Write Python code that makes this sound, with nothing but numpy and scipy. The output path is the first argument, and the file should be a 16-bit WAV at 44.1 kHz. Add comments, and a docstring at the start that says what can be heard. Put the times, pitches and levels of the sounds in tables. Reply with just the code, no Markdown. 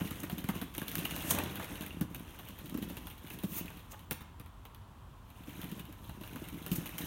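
"""A dog wades and noses through a fabric pit of hollow plastic balls in a quiet room.
From the start the balls rustle, click and knock each other on, and paws push them onto the floor
with dull thumps; now and then a ball rings, or skids with a hiss. Just after one second a shove
tumbles the whole heap. At about four seconds the dog stands still for a second: a few last balls
click over the low hum of the room. Then it digs on to the end."""
import sys
import numpy as np
from scipy import signal
from scipy.fft import rfft, irfft, next_fast_len
from scipy.io import wavfile
from scipy.ndimage import map_coordinates

SR = 44100
rng = np.random.default_rng(int(sys.argv[2]) if len(sys.argv) > 2 else 0)


def unload_audio(sound):
    """Save the sound as a 16-bit wav file, at the path given as the first command line argument."""
    columns = np.transpose(np.atleast_2d(sound))
    # keep every value between -1 and 1, then stretch to whole-number steps
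    steps = np.round(np.clip(columns, -1, 1) * 32767)
    wavfile.write(sys.argv[1], SR, steps.astype(np.int16))


N = 311346

# Low thumps on the floor, mostly paws pressing balls down; the row at 4.107 s is the low knock of a dropped
# ball. Each row: start in seconds, relative level in dB, pitch in Hz.
THUMP_ROWS = [(0.014, -30.5, 179), (0.048, -28.5, 167), (0.11, -28, 160), (0.236, -29, 298),
              (0.325, -26, 178), (0.441, -27.5, 152), (0.488, -23, 180), (0.554, -27.5, 192),
              (0.615, -30.5, 240), (0.778, -32, 285), (0.969, -34, 172), (1.315, -30, 118), (1.39, -28, 278),
              (1.472, -30, 127), (2.011, -21, 184), (2.163, -35.5, 127), (2.639, -32.5, 174),
              (2.745, -25.5, 205), (2.781, -29, 230), (2.833, -28.5, 167), (2.902, -29.5, 282),
              (2.969, -29, 172), (3.344, -31, 165), (3.435, -27, 309), (3.44, -24, 173), (3.518, -31.5, 203),
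              (4.107, -35, 433), (4.114, -30, 140), (4.211, -38, 99.5), (4.398, -38.5, 122),
              (5.478, -36, 252), (5.636, -36.5, 172), (5.719, -32, 208), (5.798, -35.5, 172),
              (5.891, -38, 303), (6.089, -36.5, 165), (6.209, -35.5, 312), (6.356, -33.5, 252),
              (6.416, -33.5, 323), (6.539, -34, 183), (6.715, -21.5, 180), (6.779, -26, 142)]
# The tone of each part of the pit. Each row: frequency in Hz, relative level in dB.
SKIN_TONE = [(3500, -11), (4900, -13), (6200, -9), (8000, -12), (9500, -5), (10300, -6.5), (11000, -2),
             (13000, 1.5), (15800, -1.5)]  # a ball's thin skin
SHELL_TONE = [(700, -18), (1300, -4.5), (2000, -2.5), (2850, 3), (3900, 0), (4900, -14.5), (8000, -67)]  # one hollow ball
PACKED_TONE = [(200, -21.5), (420, 2.5), (650, 3.5), (1200, 4.5), (1800, -0.5), (3200, -34)]  # balls packed together
FLOOR_TONE = [(25, -40), (55, -13.5), (85, -3.5), (110, -9), (170, 2.5), (230, -4), (300, -2), (420, -16),
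              (800, -35)]  # the fabric floor


def rustle():
    """Countless light contacts sound in the stirred heap; a shove tumbles it and makes the pit boom."""
    # The heap tumbles. Each row: time in seconds, relative level in dB.
    tumble_levels = [(1.22, -67), (1.32, -53), (1.36, -45.5), (1.395, -41.5), (1.43, -50), (1.52, -63.5),
                     (1.85, -67)]
    ticks = contacts(per_s=5000, spread_db=4, centre_hz=9500, scatter=.6, cycles=1.3, size=100)
    ticks = unit(skin_ring(colour(ticks, SKIN_TONE)))
    shells = contacts(per_s=1500, spread_db=3.5, centre_hz=2547, scatter=.634, cycles=5.8, size=250)
    shells = unit(colour(shells, SHELL_TONE))
    packed = contacts(per_s=700, spread_db=1, centre_hz=804, scatter=.87, cycles=.55, size=300)
    packed = unit(colour(packed, PACKED_TONE))
    floor = contacts(per_s=200, spread_db=5.5, centre_hz=910, scatter=.42, cycles=.38, size=500)
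    floor = unit(colour(floor, FLOOR_TONE))
    boom = unit(resonate(floor, hz=86, sharpness=4))
    heap = amp(-4) * ticks + amp(-4) * shells + amp(-6.5) * packed + amp(2.5) * floor
    shove = packed + amp(-6) * shells + amp(-2.5) * floor + amp(2) * boom
    return stirring() * surges() * heap + settling() * floor + gain_curve(tumble_levels) * shove


def contacts(per_s, spread_db, centre_hz, scatter, cycles, size):
    """Balls touch at random: each touch is a ring, size samples long, with its own pitch and strength."""
    count = int(per_s * N / SR)
    when, strength, pitch = rng.random((count, 3)).T
    hz = centre_hz * np.exp(scatter * (2 * pitch - 1))
    turns = hz[:, None] * np.arange(size) / SR
    gain = amp(-spread_db * np.log(strength + .02))  # many weak touches, a few strong ones
    gain *= rng.choice([-1, 1], count)
    rings = gain[:, None] * np.sin(2 * np.pi * turns) * np.exp(-turns / cycles)
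    where = (when * N).astype(int)[:, None] + np.arange(size)
    return unit(np.bincount(where.ravel(), rings.ravel(), N)[:N])


def stirring():
    """How hard the dog stirs the heap, as a gain over time."""
    # Three spells of digging, one list each. Each row: time in seconds, relative level in dB.
    spells = [
        [(0, -49.5), (.2, -55), (.44, -55.5), (.62, -54.5), (.71, -61.5), (.82, -53), (.97, -48.5), (1.29, -45),
         (1.5, -50), (1.85, -52.5), (2.0, -63)],
        [(2.1, -59), (2.5, -57.5), (2.8, -58.5), (3.1, -57.5), (3.19, -64), (3.32, -55), (3.47, -67),
         (3.56, -54), (3.8, -61.5), (4.05, -66)],
        [(5.25, -69.5), (5.41, -64), (5.53, -55), (5.69, -54.5), (5.88, -63), (6.1, -62), (6.4, -56.5),
         (6.53, -58.5), (6.74, -51.5), (6.92, -53.5), (7.06, -46)],
    ]
    return sum(gain_curve(spell) for spell in spells)


def surges(spread_db=2, per_s=45):
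    """Balls jam and give way in small clumps, so the rustle swells quickly and at random."""
    points = rng.standard_normal(2000)
    wobble = map_coordinates(points, [np.arange(N) * per_s / SR], mode="mirror")
    return unit(amp(spread_db * wobble))


def clacks(usual_db=-30.5, shell_growth=.77):
    """Each knock sounds a bright tick, a hollow shell and the packed balls together."""
    # The clearest knocks. Each row: start in seconds, strength in dB, packed balls' strength in dB.
    clear_clacks = [(0.0102, -44, -41), (0.1087, -31, -44), (0.2335, -31.5, -42.5), (0.298, -31.5, -42.5),
                    (0.3817, -31.5, -47.5), (0.4419, -35, -44.5), (0.4884, -29, -35.5), (0.5536, -35, -50),
                    (0.615, -31.5, -40), (0.7498, -31.5, -53), (0.7805, -26, -43.5), (0.817, -34, -41),
                    (0.882, -25.5, -51), (0.916, -29.5, -57), (0.9544, -21.5, -45), (0.982, -26.5, -62),
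                    (1.0551, -25.5, -40), (1.1635, -28, -60), (1.3871, -23, -38), (1.5968, -38, -36.5),
                    (1.809, -31.5, -50), (2.0108, -30, -42), (2.147, -31, -55), (2.394, -44, -47),
                    (2.4868, -36, -60), (2.7432, -42, -44), (2.775, -35, -53), (2.826, -33, -51),
                    (2.8988, -40, -48), (2.9692, -37, -50), (3.07, -36, -50), (3.2713, -40, -60),
                    (3.3021, -33, -67), (3.3882, -37.5, -57), (3.4356, -32.5, -47), (3.681, -42, -61),
                    (3.7035, -41, -46.5), (3.9305, -46, -48.5), (4.1101, -20, -38.5), (4.2081, -43, -51.5),
                    (4.3984, -42, -54.5), (4.4613, -48.5, -59), (4.6528, -42, -53.5), (4.7468, -43.5, -67),
                    (5.6316, -42, -49), (5.7955, -37, -51), (6.095, -41, -46), (6.2357, -39, -49.5),
                    (6.3592, -38, -44), (6.4862, -36, -67), (6.6636, -30, -46), (6.7166, -26.5, -51),
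                    (6.859, -30, -51), (6.9822, -26.5, -59)]
    ticks, shells, packed = np.zeros((3, N))
    for s, db, packed_db in list(clear_clacks) + light_clacks():
        jostle_db = rng.normal(-10, 3.5)  # how much is passed on to the neighbours
        tick = knock(ring_s=.011, jostle_db=jostle_db - 2, jostle_s=.004, snap=.6)
        shell = knock(ring_s=.03, jostle_db=jostle_db, jostle_s=.0028, snap=.28)
        tick = own_voice(tick, centre_hz=9800, scatter=.54, sharpness=6.3, lift_db=-10.5)
        shell = own_voice(shell, centre_hz=2660, scatter=.51, sharpness=1.8, lift_db=6)
        hollow = knock(ring_s=.042, jostle_db=jostle_db, jostle_s=.003, snap=.7)
        shell_db = usual_db + shell_growth * (db - usual_db)  # grows less with force than the tick
        add(ticks, s, amp(db - 10.5) * tick)
        add(shells, s, amp(shell_db - 21.5) * shell)
        add(packed, s, amp(packed_db - 3) * hollow)
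    return skin_ring(colour(ticks, SKIN_TONE)) + colour(shells, SHELL_TONE) + colour(packed, PACKED_TONE)


def light_clacks(per_s=12, lift_db=17, spread_db=4):
    """More rows for clacks(): small knocks at random moments, stronger when the dog stirs harder."""
    count = int(per_s * N / SR)
    place, luck = rng.random((count, 2)).T
    when = (np.arange(count) + place) * N / count
    stir_db = 20 * np.log10(stirring()[when.astype(int)])
    db = stir_db + lift_db + spread_db * (2 * luck - 1)
    return list(zip(when / SR, db, db - 22))


def knock(ring_s, jostle_db, jostle_s, snap, neighbours=5):
    """One ball snaps and rattles briefly, then passes weaker knocks on to its neighbours."""
    t = np.arange(SR // 10) / SR
    rattles = amp(-60 * t / ring_s) * rng.standard_normal((neighbours + 1, len(t)))
    rattles /= np.linalg.norm(rattles, axis=1, keepdims=True)
    out = rattles[0].copy()
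    out[0] = snap * amp(-(jostle_db + 24) / 2)  # a ball that passes less on snaps more cleanly
    out /= np.linalg.norm(out)
    for turn, rattle in enumerate(rattles[1:]):
        add(out, jostle_s * (turn + rng.random()), amp(jostle_db + rng.normal(0, 1.2)) * rattle)
    return out / out[:SR // 200].std()  # the first 5 ms set the level


def own_voice(x, centre_hz, scatter, sharpness, lift_db):
    """Every ball is squeezed differently and favours its own pitch; the energy stays the same."""
    hz = min(centre_hz * np.exp(scatter * rng.uniform(-1, 1)), SR / 3)
    voiced = x + amp(lift_db) * resonate(x, hz, sharpness)
    return voiced * np.linalg.norm(x) / np.linalg.norm(voiced)


def skin_ring(x):
    """The thin skin, alike on all balls, rings at a few high pitches."""
    # The skin's rings. Each row: pitch in Hz, width in Hz, gain in dB.
    rings = [(6430, 130, -5), (6900, 100, -6), (8580, 104, 0.5), (9570, 77, -2)]
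    return x + sum(amp(db) * resonate(x, hz, hz / width) for hz, width, db in rings)


def thumps(swell_s=.00676, shudder_db=-12, shudder_s=.13):
    """A padded blow, mostly from a paw and once from a dropped ball, swells for about one cycle and dies; the
    pit floor shudders after it."""
    blows, shudder = np.zeros((2, N))
    t = np.arange(SR // 4) / SR
    swell = (t / swell_s * np.exp(1 - t / swell_s)) ** 3
    for s, db, hz in THUMP_ROWS:
        phase = 2 * np.pi * hz * (t - swell_s)
        push = np.cos(phase) + amp(-13) * np.cos(1.95 * phase + rng.normal(0, 1))
        add(blows, s, -amp(db - 4.5) * swell * push)
        add(shudder, s, amp(db + shudder_db - 60 * t / shudder_s) * rng.standard_normal(len(t)))
    return blows + colour(shudder, FLOOR_TONE)


def settling(level_db=-23.5, rise_s=.026, fall_s=.072):
    """The floor rustles as a paw settles: this gain rises just before each thump and fades after it."""
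    power = np.zeros(N)
    t = np.arange(SR) / SR - .25
    shape = np.exp(-2 * np.maximum(-t / rise_s, t / fall_s))
    for s, db, _ in THUMP_ROWS:
        add(power, s + t[0], amp(db + level_db) ** 2 * shape[s + t >= 0])
    return np.sqrt(power)


def skids(focus=1.3):
    """Balls slip with a hiss that swells and breaks off, each at its own pitch."""
    # Skids. Each row: peak time in seconds, relative level in dB, rise and fall in seconds, pitch in Hz.
    skid_events = [(0.204, -39.5, 0.0047, 0.0035, 10400), (1.31, -19, 0.0031, 0.0044, 8850),
                   (1.318, -32.5, 0.047, 0.021, 9000), (3.338, -44, 0.011, .008, 13000),
                   (3.589, -32.5, 0.052, 0.011, 15100), (3.922, -41, 0.0071, 0.0041, 7000),
                   (6.733, -35.5, 0.011, 0.0081, 14100), (6.759, -31.5, 0.0033, 0.012, 11900),
                   (6.988, -34, 0.0036, 0.0071, 12000)]
    # The tone of slipping skin. 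Each row: frequency in Hz, relative level in dB.
    slip_tone = [(300, -32), (1000, -2.5), (1500, -9), (3000, -6.5), (4900, -15), (6300, -8.5),
                 (7800, -12.5), (10500, -10), (13000, -4.5), (15800, -5.5)]
    out, t = np.zeros(N), np.arange(N) / SR
    hiss = skin_ring(colour(rng.standard_normal(N), slip_tone))
    for s, db, rise, fall, hz in skid_events:
        slips = unit(hiss + focus * resonate(hiss, hz, sharpness=2))
        swell = np.exp(-np.maximum((s - t) / rise, (t - s) / fall))
        out += amp(db - 3.5) * swell * slips
    return out


def pings(ring_s=.017):
    """A ball that its neighbours do not damp rings briefly at one pitch."""
    # Free balls. Each row: start in seconds, level in dB, pitch in Hz.
    free_balls = [(0.4903, -32, 2120), (0.817, -37, 1630), (1.054, -24, 2840), (1.9073, -36.5, 2780),
                  (3.3063, -39, 2640), (3.681, -38.5, 2550), (4.1093, -41, 3300), (6.2396, -40.5, 2840),
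                  (6.986, -35.5, 3040)]
    out, t = np.zeros(N), np.arange(SR // 10) / SR
    for s, db, hz in free_balls:
        add(out, s, amp(db - 60 * t / ring_s) * np.sin(2 * np.pi * hz * t))
    return out


def room(x, pieces=56, delay_s=.004):
    """A furnished room echoes; the dog moves about, so each short piece gets its own random echo."""
    # How long the echo lasts. Each row: frequency in Hz, seconds to fade by 60 dB.
    fade_times = [(100, 0.57), (500, 0.33), (3000, 0.66), (14000, 0.22)]
    echo = np.zeros(N)
    edges = np.linspace(0, N, pieces + 1).astype(int)
    hz, t, noise = signal.stft(rng.standard_normal((pieces, SR // 3)), SR, nperseg=256)
    fade = amp(-60 * t / along(fade_times, hz)[:, None])
    tails = signal.istft(noise * fade, SR, nperseg=256)[1]
    for start, end, tail in zip(edges, edges[1:], tails):
        add(echo, start / SR + delay_s, signal.fftconvolve(x[start:end], tail / np.linalg.norm(tail)))
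    return echo


def house_hum(level_db=-52.5):
    """The house gives a steady low rumble and a soft airy hum."""
    # The tone of the background. Each row: frequency in Hz, relative level in dB.
    hum_tone = [(20, -31), (30, -26), (43, 0), (110, -1.5), (155, -12), (220, -13), (470, -25),
                (750, -22.5), (1020, -16), (1500, -27), (2200, -34.5), (3200, -31.5), (4700, -42),
                (15500, -43)]
    return amp(level_db) * unit(colour(rng.standard_normal(N), hum_tone))


def amp(db):
    """Turn decibels into a gain."""
    return 10 ** (np.asarray(db) / 20)


def unit(x):
    """Scale a sound to an average (rms) level of 1."""
    return x / np.sqrt(np.mean(x ** 2) + 1e-20)


def along(points, hz):
    """Read between rows of frequency and value, giving each octave equal room."""
    freqs, values = np.transpose(points)
    return np.interp(np.log(hz + 1), np.log(freqs + 1), values)


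def gain_curve(rows):
    """Join rows of seconds and dB into one gain per sample, silent outside the rows."""
    s, db = np.transpose(rows)
    return amp(np.interp(np.arange(N) / SR, s, db, left=-120, right=-120))


def add(track, s, sound):
    """Mix a sound into the track at s seconds."""
    start = max(round(s * SR), 0)
    part = track[start:start + len(sound)]
    part += sound[:len(part)]


def resonate(x, hz, sharpness):
    """Keep the band around one pitch; a sharper band rings longer."""
    return signal.lfilter(*signal.iirpeak(hz, sharpness, SR), x)


def colour(x, tone, size=8192):
    """Give a sound the tone in a table, using a filter with an energy of 1."""
    gains = amp(along(tone, np.fft.rfftfreq(size, 1 / SR)))
    cepstrum = irfft(np.log(gains))
    cepstrum[1:size // 2] *= 2  # folded so that the filter rings only after a hit, never before
    cepstrum[size // 2:] = 0
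    response = irfft(np.exp(rfft(cepstrum)))
    return signal.fftconvolve(x, response / np.linalg.norm(response))[:N]


def scene():
    """Mix the balls, the paws, their echo and the background into one channel."""
    balls = rustle() + clacks() + pings() + skids()
    paws = thumps()
    echo = room(amp(-9) * balls + amp(-17.5) * paws)
    return (balls + paws + echo + house_hum())[None]


def record(dry):
    """Cut away the very highest treble."""
    top_hz = 15850
    size = next_fast_len(N + SR // 2)
    kept = np.fft.rfftfreq(size, 1 / SR) < top_hz
    return irfft(rfft(dry, size) * kept, size)[..., :N]


dry = scene()
out = record(dry)
unload_audio(out)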